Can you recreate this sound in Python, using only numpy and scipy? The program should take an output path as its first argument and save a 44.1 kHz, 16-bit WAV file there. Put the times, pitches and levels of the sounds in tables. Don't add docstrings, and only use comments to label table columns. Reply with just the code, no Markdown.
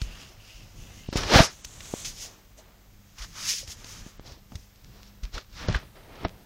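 import sys
import numpy as np
from scipy import signal
from scipy.fft import rfft, irfft, next_fast_len
from scipy.io import wavfile
from scipy.ndimage import uniform_filter1d, minimum_filter1d, map_coordinates

SR = 44100
rng = np.random.default_rng(int(sys.argv[2]) if len(sys.argv) > 2 else 0)


def store_wav(level_fs):
    pcm = np.round(np.clip(np.atleast_2d(level_fs), -1, 1) * 32767)
    wavfile.write(sys.argv[1], SR, pcm.T.astype(np.int16))


def linear_from_db(decibels):
    return 10 ** (np.asarray(decibels, float) / 20)


N = 284445
STROKE_STEP = 32


def unit(x):
    return x / np.sqrt(np.mean(x ** 2) + 1e-20)


def along(points, hz):
    f, v = np.transpose(points)
    return np.interp(np.log(hz + 1), np.log(f + 1), v)


def level_curve(points):
    s, db = np.transpose(points)
    return np.interp(np.arange(N) / SR, s, db)


def wobble(rate):
    knots = rng.standard_normal(int(N * rate / SR) + 4)
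    return map_coordinates(knots, [np.arange(N) * rate / SR])


def filtered(x, response):
    m = next_fast_len(N + 8192)
    return irfft(rfft(x, m) * response(np.fft.rfftfreq(m, 1 / SR)), m)[:N]


def coloured(x, spectrum):
    return unit(filtered(x, lambda f: linear_from_db(along(spectrum, f))))


def mode(f, hz, width_hz):
    return 1j * f * width_hz / (hz * hz - f * f + 1j * f * width_hz)


def grains(spiky_db, clump_db, clump_rate):
    excess = np.minimum(rng.exponential(size=N), 5)
    size = linear_from_db(spiky_db * excess + clump_db * wobble(clump_rate))
    return unit(size * rng.standard_normal(N))


def strokes(rows):
    s, db, rise, fall = np.transpose(rows)[:4, :, None]
    late = np.arange(0, N + STROKE_STEP, STROKE_STEP) / SR - s
    roundness = 1.3
    return linear_from_db(db - 20 * np.where(late < 0, -late / rise, late / fall) ** roundness)


def per_sample(values):
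    return np.interp(np.arange(N) / STROKE_STEP, np.arange(len(values)), values)


def joined(gains, bed_db):
    return per_sample(np.sqrt(np.sum(gains ** 2, axis=0) + linear_from_db(bed_db) ** 2))


def add(track, s, sound):
    part = track[max(round(s * SR), 0):][:len(sound)]
    part += sound[:len(part)]


def room_tone():
    # hz, density_db
    hiss_spectrum = [(90, -34.5), (150, -1), (300, -5), (900, -8.5), (2000, -7.5), (4400, -10), (6600, -10),
                     (8000, -13.5), (10000, -20.5), (13000, -9), (16000, -9)]
    # pitch_hz, level_db, wander_hz
    hum_partials = [(50, -58.5, 8.3), (100.8, -61, 5.7), (201, -65, 4.9)]
    t = np.arange(N) / SR
    hum = np.zeros(N)
    for hz, db, wander_hz in hum_partials:
        level = linear_from_db(db + 2.9 * wobble(wander_hz))
        hum += level * np.sin(2 * np.pi * hz * t + 0.4 * wobble(wander_hz))
    hiss = coloured(rng.standard_normal(N), hiss_spectrum)
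    return hum + linear_from_db(-61.5 + 0.6 * wobble(3)) * hiss


def card():
    # peak_s, level_db, rise_s and fall_s per 20 dB
    drags = [
        (.04, -54, .1, .4),
        (.16, -52, .3, .03),
        (.208, -48, .045, .1),
        (.42, -58, .05, .1),
        (.505, -51.5, .1, .25),
        (.8, -59, .06, .7),
        (1.1, -56, .4, .04),
    ]
    # centre_hz, width_hz, level_db
    sheet_modes = [(2810, 450, 2), (5000, 540, -9), (6500, 731, -11)]
    # time_s, level_db
    edge_level = [(0, -90), (.88, -90), (.93, -62), (1.05, -64), (1.08, -90)]
    rub = grains(spiky_db=6.0, clump_db=1, clump_rate=72)

    def hollow(f):
        return sum((-1) ** k * linear_from_db(db) * mode(f, hz, width) for k, (hz, width, db) in enumerate(sheet_modes))

    edge = linear_from_db(level_curve(edge_level)) * unit(filtered(rub, lambda f: mode(f, 2110, 25)))
    return joined(strokes(drags), -120) * unit(filtered(rub, hollow)) + edge


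def fur():
    # peak_s, level_db, rise_s and fall_s per 20 dB, colour_hz
    fur_strokes = [(.02, -45, .02, .08, 6100), (.204, -52.5, .2, .23, 5440), (.496, -55.5, .22, .45, 5340),
                   (.86, -55.5, .25, .2, 6300), (.99, -54, .2, .1, 6100), (1.1, -54, .06, .08, 4600),
                   (1.135, -42, .008, .04, 5000), (1.17, -32, .025, .11, 5200), (1.24, -42, .05, .1, 4900),
                   (1.379, -19.5, .11, .09, 4800), (1.44, -26, .1, .05, 5700), (1.52, -48, .05, .12, 6200),
                   (4.27, -48, .04, .12, 4930), (4.58, -58.5, .15, .17, 5730),
                   (5.075, -59, .4, .064, 4900), (5.24, -52, .016, .067, 4950),
                   (5.35, -41, .025, .085, 4400), (5.615, -45, .11, .09, 4950),
                   (5.742, -48.5, .15, .1, 4780),
                   (1.651, -37, .01, .007, 6210), (2.035, -43.5, .62, .1, 6700),
                       (2.055, -36.5, .015, .14, 6000), (2.23, -37, .075, .075, 5800),
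                       (2.3, -56, .1, .16, 6090), (2.58, -53.5, .015, .053, 6370),
                       (3.19, -45, .015, .1, 5500), (3.245, -43, .07, .025, 5500), (3.3, -56, .3, .3, 6000),
                       (3.4, -39, .08, .2, 5500), (3.495, -25.5, .1, .14, 5600),
                       (3.58, -36, .1, .065, 5700), (3.685, -43, .02, .06, 5900),
                       (3.717, -38, .05, .045, 6000), (3.92, -45, .25, .17, 6030),
                       (4.07, -53, .1, .12, 6000)]
    # hz, level_db
    brush_skirt = [(300, -40.5), (900, -42), (1800, -12), (3500, -5), (7000, -9), (8500, -20.5),
                   (16000, -26)]
    # hz, level_db
    fizz_spectrum = [(6000, -25), (8300, -4), (10500, -4.5), (13000, -8.5), (16000, -10)]
    # time_s, level_db
    static_level = [(0, -73), (2.4, -85), (5.6, -85), (5.82, -68), (6.45, -72)]
    rows = np.array(fur_strokes)
    gains, stroke_hz = strokes(rows), rows[:, 4:]
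    power = gains ** 2
    colour_hz = per_sample(np.sum(power * stroke_hz, axis=0) / np.sum(power, axis=0))

    hairs = grains(spiky_db=2.5, clump_db=0.5, clump_rate=180)
    centres = np.array([4200, 5300, 6300, 7300])
    position = np.interp(colour_hz, centres, np.arange(4))
    hiss = np.zeros(N)
    for k, hz in enumerate(centres):
        share = np.sqrt(np.clip(1 - abs(position - k), 0, 1))
        band = filtered(hairs, lambda f: mode(f, hz, 2000) ** 2 + linear_from_db(along(brush_skirt, f)))
        hiss += share * unit(band)

    fizz = coloured(grains(spiky_db=2.5, clump_db=0.5, clump_rate=93), fizz_spectrum)
    fizz_db = -14.5 + 10 * (np.minimum(stroke_hz, 5800) - 5500) / 1000
    fizz_gain = np.hypot(joined(gains * linear_from_db(fizz_db), -85), linear_from_db(level_curve(static_level)))
    flutter = linear_from_db(1.3 * wobble(30))
    return flutter * (0.74 * joined(gains, -73) * hiss + fizz_gain * fizz)


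def scuff():
    # peak_s, level_db, rise_s and fall_s per 20 dB, board_weight_db
    body_slides = [(.06, -57.5, .2, .3, 0), (.198, -54, .3, .19, -7), (.318, -65, .05, .1, 7),
                   (.51, -62, .6, .6, -1.5), (.9, -61, .4, .5, 0), (1.131, -40.5, .008, .03, 2.5),
                   (1.169, -33, .02, .13, -1.5), (1.235, -42, .04, .06, 4), (1.355, -19, .065, .08, 1),
                   (1.397, -18, .12, .03, -1), (1.42, -27, .04, .08, -6), (4.29, -56.5, .09, .13, 4),
                   (4.535, -64, .03, .07, 8), (4.97, -62, .15, .35, .6), (5.25, -55, .04, .07, -12),
                   (5.355, -43, .03, .08, -4), (5.38, -48, .03, .02, 5), (5.59, -46, .07, .2, -14),
                   (5.64, -42.5, .07, .1, -1.5), (5.71, -39, .06, .06, -3), (5.748, -30.5, .015, .035, -10),
                   (5.775, -42, .03, .04, -6), (5.81, -52, .05, .12, -3), (5.97, -57, .05, .2, 3),
                   (6.16, -54.5, .25, .4, 4), (6.21, -52, .1, .04, -3), (6.252, -43, .06, .035, 3),
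                   (1.99, -54, .65, .2, -1.5), (2.07, -58, .1, .2, -3), (2.25, -56.5, .15, .3, 0),
                      (2.58, -63, .03, .5, 1.5), (3.19, -49, .02, .1, -21), (3.24, -45, .08, .03, -19),
                      (3.38, -44.5, .06, .12, -15), (3.47, -44.5, .15, .13, -21), (3.62, -66, .04, .05, 4),
                      (3.69, -56, .04, .1, -5), (3.9, -53, .32, .46, -7), (4.06, -59, .04, .1, .6)]
    # peak_s, level_db, rise_s and fall_s per 20 dB
    weight_shifts = [(.1, -48, .4, .4), (.8, -49, .6, .8), (1.165, -33, .02, .1), (1.39, -31, .3, .09),
                     (1.8, -52, .9, .5), (2.07, -46.5, .2, .3), (3.27, -48, .15, .3), (3.44, -46, .1, .1),
                     (3.63, -48, .06, .15), (3.8, -50, .1, .1), (4.03, -46, .3, .08),
                     (4.284, -46, .14, .22), (4.55, -46, .1, .1), (4.9, -56, .3, .3), (5.27, -48, .07, .05),
                     (5.63, -39, .15, .2), (5.715, -29, .046, .034), (5.746, -38, .02, .07),
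                     (5.84, -46, .2, .1), (6.1, -54, .5, .9), (6.225, -42, .1, .2)]
    # hz, level_db
    scrape_spectrum = [(450, -14.5), (800, -5.5), (1150, 3.5), (2000, 0), (3200, -3), (5000, -9),
                       (8000, -27.5), (16000, -44.5)]
    board_spectrum = [(90, -26), (170, -4.5), (350, .5), (650, -0.5), (950, -3.5), (1600, -41),
                      (16000, -73.5)]
    rumble_spectrum = [(12, -19), (28, 4.5), (55, -3.5), (110, -4.5), (170, -10), (300, -19), (16000, -100)]
    rows = np.array(body_slides)
    gains = strokes(rows)
    slips = grains(spiky_db=2, clump_db=1.3, clump_rate=200)
    jolts = grains(spiky_db=1, clump_db=1.5, clump_rate=70)
    shakes = grains(spiky_db=3.4, clump_db=2, clump_rate=15)
    scrape = joined(gains, -72) * coloured(slips, scrape_spectrum)
    boards = joined(gains * linear_from_db(rows[:, 4:]), -72) * coloured(jolts, board_spectrum)
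    rumble = joined(strokes(weight_shifts), -58) * coloured(shakes, rumble_spectrum)
    return scrape + boards + rumble


def claws():
    # start_s, level_db, centre_hz
    ticks = [(.0154, -27.5, 3200), (1.127, -30, 4000), (1.233, -23.5, 1900), (1.646, -27, 5750),
             (1.805, -30, 4500), (1.855, -36.5, 4480), (3.183, -36, 4000), (3.675, -31, 5000),
             (3.843, -33, 4500), (4.32, -42, 4500), (4.519, -45, 700), (4.554, -31, 4380),
             (4.757, -52, 4500), (5.3805, -32, 2500), (5.341, -36, 3480), (5.684, -26, 2300),
             (6.154, -44, 2480)]
    # start_s, level_db, centre_hz, t60_s
    swipes = [(.473, -49.5, 5500, .1), (1.157, -27, 3520, .062), (1.169, -20, 5200, .071),
              (2.046, -28, 5550, .15), (2.587, -48.5, 5000, .06), (3.218, -34, 4500, .09),
              (4.272, -45.5, 4500, .067), (5.232, -37.5, 4400, .05), (5.526, -48.5, 3000, .064),
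              (5.567, -48.5, 3000, .04), (5.685, -27, 500, .05), (5.954, -50, 1500, .05),
              (6.246, -31.5, 500, .044), (6.247, -26.5, 1200, .04)]
    # start_s, level_db, centre_hz
    clicks = [(.7344, -46, 1000), (1.1284, -17, 2200), (1.939, -30, 2800), (4.0664, -37, 2500),
              (4.1965, -30, 1600), (4.7595, -37, 4800), (4.844, -36, 5500), (4.8463, -29, 4500),
              (5.0318, -25, 3600), (5.2532, -21.5, 3500), (5.3394, -26, 4000), (5.352, -26, 3500),
              (5.3808, -19, 4500), (5.4121, -29, 3500), (5.4467, -38, 2800), (5.584, -30, 4000),
              (5.622, -29, 4000), (5.6843, -18, 3000), (5.6862, -16, 2600), (5.7, -19, 3500),
              (5.7271, -15, 3200), (5.7316, -25, 3200), (5.746, -22, 2200), (5.7644, -21, 4500),
              (6.2347, -27, 1500), (6.2841, -27, 4000), (6.2942, -26, 2600)]
    contacts = [(*row, 0.025, 0.0015) for row in ticks]  # t60_s, rise_s
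    contacts += [(*row, 0.003) for row in swipes]
    out, t = np.zeros(N), np.arange(SR // 8) / SR
    f = np.fft.rfftfreq(len(t), 1 / SR)
    for s, db, hz, t60, rise in contacts:
        grit = rng.standard_normal(len(t))
        puff = unit(irfft(rfft(grit) * mode(f, hz, 1.2 * hz), len(t)))
        decay = linear_from_db(db - 60 * np.clip(t - rise, 0, 1) / t60)
        add(out, s, decay * np.clip(t / rise, 0, 1) * puff)
    for s, db, hz in clicks:
        snap = irfft(mode(f, hz, 1.35 * hz), len(t))[:SR // 100]
        add(out, s, linear_from_db(db) * snap / snap.max())
    return out


def paws():
    # start_s, level_db, pitch_hz, first_swing_sign
    thumps = [(.0172, -20.5, 109, 1), (1.358, -2, 113.4, -1), (1.4037, .6, 164, -1), (1.65, -34.5, 54, 1),
              (3.612, -35, 38, -1), (3.681, -32, 60, -1), (3.845, -34, 300, -1), (4.32, -35, 70, 1),
              (4.536, -38, 200, 1), (4.554, -24, 77.1, 1), (1.341, -12, 150, -1), (1.331, -16, 200, -1),
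              (5.232, -24, 48, 1), (5.242, -25, 38, -1), (5.342, -25, 36, -1), (5.364, -30, 60, 1),
              (5.6975, -15, 135, 1), (5.7005, -16, 110, -1), (5.745, -21, 40, 1), (5.757, -15, 62, -1),
              (6.25, -22, 94, 1), (6.253, -11, 290, 1), (6.265, -26, 300, 1), (6.234, -24, 400, 1),
              (4.064, -28, 197, 1)]
    # start_s,
    # level_db, pitch_hz, t60_s
    knocks = [(1.391, -4.5, 659, .07), (1.392, -9, 900, .05), (1.394, -14.5, 490, .04),
              (2.588, -47.5, 637, .084), (3.537, -45, 470, .04), (3.63, -40, 540, .04),
              (3.7, -46, 750, .03), (4.521, -37, 220, .048), (.066, -30, 38, .16),
              (5.3793, -21, 1400, .014), (5.685, -21.5, 610, .037), (5.686, -6, 88, .0143),
              (5.7471, -12, 1600, .014), (6.2492, -21.5, 183, .067), (6.2498, -16.5, 656, .033)]
    # start_s, level_db, first_swing_sign
    sways = [
        (.019, -23, -1),
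        (.553, -42, -1),
        (3.205, -33, 1),
        (1.361, -21, 1),
    ]
    landings = [(s, db, hz, 3.3 / hz, sign) for s, db, hz, sign in thumps]
    landings += [(*row, 1) for row in knocks]
    landings += [(s, db, 45, 0.19, sign) for s, db, sign in sways]  # pitch_hz, t60_s
    out, t = np.zeros(N), np.arange(SR // 3) / SR
    for s, db, hz, t60, sign in landings:
        soft_start = 1 - np.exp(-t / 0.00034)
        swing = linear_from_db(db - 60 * t / t60) * soft_start * np.sin(2 * np.pi * hz * t)
        add(out, s, np.sign(sign) * swing)
    return out


def pops():
    # snap_s, swing_before, swing_after, build_s, release_s
    buckles = [
        (1.089, -0.08, .07, .0015, .003),
        (1.1283, -.08, .09, .0004, .0012),
        (1.1577, 0.3, -.19, .0007, .0027),
        (1.9391, .2, -.25, .0007, .00075),
        (4.1964, 0.043, .025, .0004, .0004),
    ]
    out, t = np.zeros(N), np.arange(-SR // 50, SR // 50) / SR
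    snap = 0.5 + 0.5 * np.tanh(t / 0.00033)
    for s, before, after, build, release in buckles:
        bend = before * (1 - snap) * np.exp(-abs(t) / build)
        relax = after * snap * np.exp(-(t / release) ** 2)
        add(out, s + t[0], bend + relax)
    return out


def gated_treble(x):
    # start_s, end_s, highest_hz still heard
    dropouts = [
        (1.078, 1.112, 9200),
        (1.225, 1.25, 13000),
        (1.43, 1.47, 12800),
        (4.175, 4.205, 9000),
        (5.667, 5.7, 7300),
        (5.7, 5.74, 9300),
        (5.772, 5.785, 7800),
        (6.243, 6.273, 5800),
    ]
    hz, t, z = signal.stft(x, SR, nperseg=512)
    cell = uniform_filter1d(uniform_filter1d(abs(z) ** 2, size=3, axis=0), size=3, axis=1)
    around = uniform_filter1d(uniform_filter1d(cell, size=15, axis=0), size=9, axis=1)
    threshold_db = along([(8500, -90), (9500, -11), (12300, -10), (13200, -4.5), (16000, -4)], hz)
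    audible = cell > linear_from_db(threshold_db)[:, None] * around
    keep = minimum_filter1d(audible, size=2, axis=1) & (hz < 15830)[:, None]
    for start, end, highest in dropouts:
        keep[np.ix_(hz > highest, (t > start) & (t < end))] = False
    return signal.istft(z * keep, SR, nperseg=512)[1][:N]


def scene():
    # hz, level_db
    port_spectrum = [(15, -7), (40, 3), (6500, -3.5), (8000, -14.5), (16000, -21.5)]
    steady = room_tone() + card() + fur() + scuff()
    sharp = claws() + paws() + pops()
    mono = steady + filtered(sharp, lambda f: linear_from_db(along(port_spectrum, f)))
    return np.array([mono, mono])


def roll_off(x):
    return signal.sosfilt(signal.butter(12, 16360, fs=SR, output="sos"), x)


def record(dry):
    limited = dry[0] / (1 + abs(dry[0] / 0.98) ** 6) ** (1 / 6)
    mono = gated_treble(limited)
    residue_spectrum = [(500, -64), (1500, -33), (3000, -27), (6000, -27), (14000, -17)]  # hz, level_db
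    residue = filtered(mono, lambda f: linear_from_db(along(residue_spectrum, f)))
    apart = residue * np.sign(wobble(150))
    return roll_off(np.array([mono + apart, mono - apart]))


dry = scene()
out = record(dry)
store_wav(out)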